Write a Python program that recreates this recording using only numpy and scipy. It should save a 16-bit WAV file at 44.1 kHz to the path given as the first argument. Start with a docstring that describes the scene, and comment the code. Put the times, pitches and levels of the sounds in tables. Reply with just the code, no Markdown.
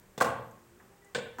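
"""An ice tray touches the plastic floor of a freezer box and rattles to rest: blows ring damped modes and crack.
A plastic flap swings on a faintly singing hinge, knocks shut and its catch starts to snap in, struck the same way.
Small ticks are bursts of narrow noise. A hard-walled kitchen adds dense noise echoes after the blows.
Beneath lie a quiet fridge hum and hiss of shaped noise and a narrow high hiss; a phone microphone colours it all."""
import sys
import numpy as np
from scipy import signal
from scipy.fft import rfft, irfft, next_fast_len
from scipy.io import wavfile
from scipy.ndimage import uniform_filter1d, map_coordinates

SR = 44100
rng = np.random.default_rng(int(sys.argv[2]) if len(sys.argv) > 2 else 0)


def voltage_ratio(decibels):
    """Convert decibels (scalar or array-like) to amplitude ratios, 20 dB per decade."""
    exponent = np.asarray(decibels, float) / 20
    return 10 ** exponent


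def int16_out(signal):
    """Quantize to a 16-bit WAV file."""
    q = np.round(np.clip(np.atleast_2d(signal).T, -1, 1) * 32767)
    wavfile.write(sys.argv[1], SR, q.astype(np.int16))


N = 61739


def unit(x):
    """Scale to rms 1."""
    return x / np.sqrt(np.mean(x ** 2))


def colour(x, points):
    """Filter by (Hz, dB) points joined over log frequency."""
    p, size = np.array(points, float), next_fast_len(len(x))
    hz = np.arange(size // 2 + 1) * SR / size + 1
    gain_db = np.interp(np.log(hz), np.log(p[:, 0]), p[:, 1])
    return irfft(rfft(x, size) * voltage_ratio(gain_db), size)[:len(x)]


def fall(t, t60_s):
    """Exponential decay from t = 0, 60 dB down after t60_s."""
    return (t >= 0) * np.exp(-np.log(1000) * np.maximum(t, 0) / t60_s)


def walk(rate_hz):
    """Random levels, rate_hz per second, joined by ramps; rms about 0.54."""
    hold = int(SR / rate_hz)
    steps = np.repeat(rng.standard_normal(N // 50), hold)[:N]
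    return uniform_filter1d(steps, hold) * 0.66


def band_noise(low_hz, high_hz, length):
    """White noise through a band-pass."""
    sos = signal.butter(2, [low_hz, high_hz], "band", fs=SR, output="sos")
    return signal.sosfilt(sos, rng.standard_normal(length))


def struck(blows, modes, cracks, crack_colour):
    """Short pushes excite decaying modes, each with its own scatter; noise bursts add the cracks."""
    rise_cycles = 0.49  # low modes swell more slowly
    most_cycles, short_s = 45, 0.07  # t60 is capped at the longer of these two
    scatter_db, detune_ratio = 1.5, 0.02
    crack_rise_s = 0.001
    t, tau = np.arange(N) / SR, np.arange(SR // 4) / SR
    m, out = np.array(modes, float), np.zeros(N)
    hz, mode_db = m[:, :1], m[:, 1]
    fades = np.array([fall(tau, min(t60_s, max(most_cycles / f, short_s))) for f, _, t60_s in m])
    fades = fades * (1 - np.exp(-tau * hz / rise_cycles))
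    signs = (-1) ** np.arange(len(m))
    loudest_db = max(blow[1] for blow in blows)
    for start_s, db, push_ms in blows:
        level_scatter = scatter_db * rng.standard_normal(len(m))
        pitch_scatter = detune_ratio * rng.standard_normal((len(m), 1))
        pitch_scatter = pitch_scatter * (db < loudest_db)  # the loudest blow stays in tune
        rings = fades * np.sin(2 * np.pi * hz * (1 + pitch_scatter) * tau)
        ring = (voltage_ratio(db + mode_db + level_scatter) * signs) @ rings
        push = np.hanning(int(push_ms * SR / 1000) + 3)
        i = int(start_s * SR)
        out[i:i + len(tau)] += signal.lfilter(push / push.sum(), 1, ring)[:N - i]
    grit = unit(colour(rng.standard_normal(N), crack_colour))
    for start_s, db, t60_s in cracks:
        rise = np.clip((t - start_s) / crack_rise_s, 0, 1)
        out += voltage_ratio(db) * grit * fall(t - start_s, t60_s) * rise
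    return out


def tone(curve, waver_ratio, flicker_db):
    """Sines in harmonic ratio follow a pitch curve; pitch wavers and each level flickers."""
    t, c = np.arange(N) / SR, np.array(curve, float)
    hz = np.interp(t, c[:, 0], c[:, 1]) * (1 + waver_ratio * walk(39.84))
    phase = 2 * np.pi * np.cumsum(hz) / SR
    out = np.zeros(N)
    for partial, level_db in enumerate(c[:, 2:].T, 1):
        db = np.interp(t, c[:, 0], level_db, left=-140, right=-140) + flicker_db * walk(29.1)
        out += np.sqrt(2) * voltage_ratio(db) * np.sin(partial * phase)
    return out


# Hum and hiss spectrum. Each row: frequency in Hz, density in dB per Hz.
HUM_COLOUR = [(13, -62), (22, -10.5), (132, 0), (151, -12), (183, 2.5), (255, -12), (300, -4.5),
              (493, -6.5), (725, -12.5), (787, -12.5), (1900, -16), (2120, -18.5), (4100, -27), (8160, -22),
              (15800, -42.5)]
# Level of the low hum. 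Each row: time in seconds, level in dB.
HUM_SWELL = [(0, -4), (.4, 0), (.8, -2.5), (1.1, -5), (1.4, 0.5)]


def hum():
    """Fridge hum and hiss: shaped noise whose part below 700 Hz swells a little."""
    level_db = -61.5  # rms before the swell
    x = unit(colour(rng.standard_normal(N), HUM_COLOUR))
    low = signal.sosfiltfilt(signal.butter(2, 700, fs=SR, output="sos"), x)
    swell_db = np.interp(np.arange(N) / SR, *np.array(HUM_SWELL, float).T) + 1.5 * walk(8)
    return voltage_ratio(level_db) * (x - low + low * voltage_ratio(swell_db))


# Faint high hiss. Each row: time in seconds, level in dB.
WHINE_LEVEL = [(0, -86), (0.301, -86), (.6, -82.5), (0.721, -91), (.85, -87), (1.0, -112)]


def whine():
    """A narrow band of noise that comes and goes."""
    centre_hz, width_hz = 11960, 140
    x = unit(band_noise(centre_hz - width_hz / 2, centre_hz + width_hz / 2, N))
    level_db = np.interp(np.arange(N) / SR, *np.array(WHINE_LEVEL, float).T)
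    return x * voltage_ratio(level_db + 2.8 * walk(22.76))


# First touch of the tray corner. Each row: start in seconds, level in dB, push in ms.
TOUCH_BLOWS = [(.1778, -37, .1), (.191, -35, 2.5)]
# Its modes. Each row: frequency in Hz, level in dB, t60 in seconds before the cap.
TOUCH_MODES = [(215, -10, .09), (462, 0, .09), (665, -10, .04), (1000, -13, .04), (1180, -12, .04),
               (3500, -6, .07)]
# Its crack. Each row: start in seconds, level in dB, t60 in seconds.
TOUCH_CRACKS = [(0.1773, -36.5, 0.083)]
# Crack spectrum. Each row: frequency in Hz, density in dB per Hz.
TOUCH_CRACK_COLOUR = [(500, 6), (2000, -5), (4000, -8.5), (8000, -7.5), (12000, -26), (16000, -31)]


def tray_touch():
    """The tray corner meets the floor: two light blows on damped modes and a crack."""
    return struck(TOUCH_BLOWS, TOUCH_MODES, TOUCH_CRACKS, TOUCH_CRACK_COLOUR)


# Tray rattle. Each row: start in seconds, level in dB, push in ms.
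TRAY_BLOWS = [(.2042, -40, 0.4), (.2092, -19, 0.3), (.2205, -28, 0.5), (.2305, -27, 1.2),
              (.2425, -24.5, 1.8), (.2560, -24, 2.27), (.2678, -28, .6), (.2825, -30, 0.7), (.3, -33, .8),
              (.33, -36, .7), (.36, -38, .7), (.39, -35, 2)]
# Tray and floor modes. Each row: frequency in Hz, level in dB, t60 in seconds before the cap.
TRAY_MODES = [(79, -18, 0.09), (124, -13, 0.1), (226, -14, 0.09), (318, -13, 0.05), (478, -5, 0.05),
              (532, -4, 0.075), (657, -11, 0.045), (790, -11, 0.045), (1080, 2, 0.055), (1170, 1, 0.045),
              (1430, -4, 0.055), (1570, -1, 0.03)]
# Tray cracks. Each row: start in seconds, level in dB, t60 in seconds.
TRAY_CRACKS = [(0.2036, -25.5, 0.023), (0.2092, -23.5, 0.082), (0.2196, -25.5, 0.06), (0.2437, -35.5, 0.23)]
# Crack spectrum. Each row: frequency in Hz, density in dB per Hz.
TRAY_CRACK_COLOUR = [(300, -25), (600, 0), (1150, -2.5), (1600, -4), (1850, -11), (4000, -19), (6100, -18),
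                     (8500, -19), (13300, -39), (15200, -40)]


def tray():
    """The tray rattles to rest: a run of blows on damped plastic modes, with cracks."""
    return struck(TRAY_BLOWS, TRAY_MODES, TRAY_CRACKS, TRAY_CRACK_COLOUR)


# Kitchen echo bands. Each row: centre in Hz, t60 in seconds, level in dB.
KITCHEN_BANDS = [(96, 0.9, -3), (162, 0.4, -6.5), (348, 0.4, -6), (715, 0.54, -6.5), (1550, 0.6, -16.5),
                 (2546, 0.47, -7), (5660, 0.5, -34), (9700, .3, -10.5)]


def kitchen(x):
    """Hard walls: octave bands of decaying noise as echoes, evened in colour, after a short gap."""
    gap_s, rise_s, length_s = 0.006, 0.012, 0.9
    fine_hz, broad_hz = 24, 400  # a one-second echo has lines 1 Hz apart
    waver_s, waver_hz = 0.0003, 40
    t = np.arange(SR) / SR - gap_s
    echo = np.zeros(SR)
    for hz, t60_s, db in KITCHEN_BANDS:
        echo += voltage_ratio(db) * band_noise(hz / np.sqrt(2), hz * np.sqrt(2), SR) * fall(t, t60_s)
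    lines = rfft(echo)
    fine, broad = (uniform_filter1d(np.abs(lines) ** 2, width) + 1e-12 for width in (fine_hz, broad_hz))
    echo = irfft(lines * np.sqrt(broad / fine), SR)
    rise = 1 - np.exp(-np.maximum(t, 0) / rise_s)
    echo = echo * rise * (t < length_s) / np.sqrt(SR / 100)
    wet = signal.fftconvolve(x, echo)[:N]
    # the echo delay wavers slightly at random, which blurs long rings
    return map_coordinates(wet, [np.arange(N) + waver_s * SR * walk(waver_hz)], mode="mirror")


# Small faint ticks. Each row: start in seconds, level in dB, centre in Hz, width in Hz, t60 in seconds.
TICKS = [(.511, -63, 6900, 1500, .045), (.512, -76, 12000, 500, .035), (.76, -59, 230, 60, .15),
         (.798, -61, 1650, 700, .12), (.805, -63, 1050, 600, .3), (1.047, -62, 7500, 2400, .06)]


def ticks():
    """Faint decaying bursts of band-passed noise."""
    t, out = np.arange(N) / SR, np.zeros(N)
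    for start_s, db, hz, width_hz, t60_s in TICKS:
        noise = unit(band_noise(hz - width_hz / 2, hz + width_hz / 2, N))
        out += voltage_ratio(db) * noise * fall(t - start_s, t60_s)
    return out


# Hinge rubbing. Each row: time in seconds, pitch in Hz, level in dB, octave partial in dB.
HINGE_CURVE = [(.58, 353.6, -89, -95), (.63, 344.4, -69, -85), (.74, 345, -70, -85),
               (.79, 366.4, -71.5, -85), (.83, 385, -71, -72), (.9, 390, -73, -80), (.93, 400, -74, -71),
               (.99, 397, -75, -72), (1.02, 400, -70, -79), (1.09, 398, -67, -72), (1.15, 398.6, -74, -79)]


def hinge():
    """The hinge rubs as the flap swings: a wavering tone and its octave."""
    return tone(HINGE_CURVE, waver_ratio=0.0046, flicker_db=3.6)


# Thin squeal late in the swing. Each row: time in seconds, pitch in Hz, level in dB.
SQUEAL_CURVE = [(1.01, 1990, -85), (1.028, 1950, -64), (1.048, 1950, -72), (1.068, 1980, -65),
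                (1.1, 1970, -73), (1.14, 1980, -79)]


def squeal():
    """A thin squeal near the end of the swing: one wavering sine."""
    return tone(SQUEAL_CURVE, waver_ratio=0.0157, flicker_db=1.8)


# Flap knocks. Each row: start in seconds, level in dB, push in ms.
FLAP_BLOWS = [(1.1478, -37, 0.12), (1.1515, -35, .2), (1.1560, -27, 0.45), (1.1772, -27.5, 1.3)]
# Flap modes. Each row: frequency in Hz, level in dB, t60 in seconds before the cap.
FLAP_MODES = [(113.5, -4.5, 0.048), (199.5, -7, 0.043), (478, 2.5, 0.038), (600, -7, 0.03),
              (1020, -10, 0.04), (1540, 2.5, .04), (1760, 1, 0.035), (2440, -4, 0.026), (3517, 6.5, 0.013)]
# Flap cracks. Each row: start in seconds, level in dB, t60 in seconds.
FLAP_CRACKS = [(1.1475, -31.5, 0.12), (1.162, -53, 0.11), (1.185, -44, 0.05)]
# Crack spectrum. Each row: frequency in Hz, density in dB per Hz.
FLAP_CRACK_COLOUR = [(300, -8), (1700, -6.5), (4700, -9.5), (5800, -18.5), (6800, -13.5), (8200, -13.5),
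                     (10500, -40), (16000, -49)]


def flap():
    """The flap knocks shut: blows on short plastic modes, with cracks."""
    return struck(FLAP_BLOWS, FLAP_MODES, FLAP_CRACKS, FLAP_CRACK_COLOUR)


# Catch clicks. Each row: start in seconds, level in dB, push in ms.
CATCH_BLOWS = [(1.3850, -34, 0.13), (1.3880, -28.5, 0.7), (1.3910, -34.5, 0.42), (1.3940, -31, 0.32),
               (1.3965, -43, 0.61)]
# Catch modes. Each row: frequency in Hz, level in dB, t60 in seconds before the cap.
CATCH_MODES = [(221, -14, 0.24), (992, -11.5, 0.072), (1371, -5.5, 0.09), (1817, -7.5, 0.03)]
# Catch crack. Each row: start in seconds, level in dB, t60 in seconds.
CATCH_CRACKS = [(1.3835, -45.5, 0.26)]
# Crack spectrum. Each row: frequency in Hz, density in dB per Hz.
CATCH_CRACK_COLOUR = [(800, 4.5), (2000, -8), (5000, -16.5), (6800, -7.5), (10000, -21.5), (16000, -29)]


def catch():
    """The catch starts to snap in: close-set blows on its modes and a crack."""
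    return struck(CATCH_BLOWS, CATCH_MODES, CATCH_CRACKS, CATCH_CRACK_COLOUR)


def scene():
    """Blows and ticks with their room echo; hinge, squeal, hiss and hum get none."""
    radiates_above_hz = 131.7
    hits = tray_touch() + tray() + flap() + catch()
    hits = signal.sosfilt(signal.butter(3, radiates_above_hz, "high", fs=SR, output="sos"), hits)
    hits = hits + ticks()
    faint = hinge() + squeal() + whine()
    return (hits + kitchen(hits) + faint + hum())[None]


def top_cut(x):
    """Nothing passes above the cut-off."""
    return signal.sosfilt(signal.butter(12, 16780, fs=SR, output="sos"), x)


# Microphone response. Each row: frequency in Hz, gain in dB.
MIC_COLOUR = [(20, 9.5), (60, 3.5), (10000, 0), (13300, 9), (15200, 15), (16000, 22)]


def record(dry):
    """Phone microphone: lifted lows and a strong treble rise, then a steep low-pass."""
    top_hz = 15830
    low_pass = signal.ellip(10, 0.2, 80, top_hz, fs=SR, output="sos")
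    mix = signal.sosfilt(low_pass, colour(dry[0], MIC_COLOUR))
    return top_cut(mix[None])


dry = scene()
out = record(dry)
int16_out(out)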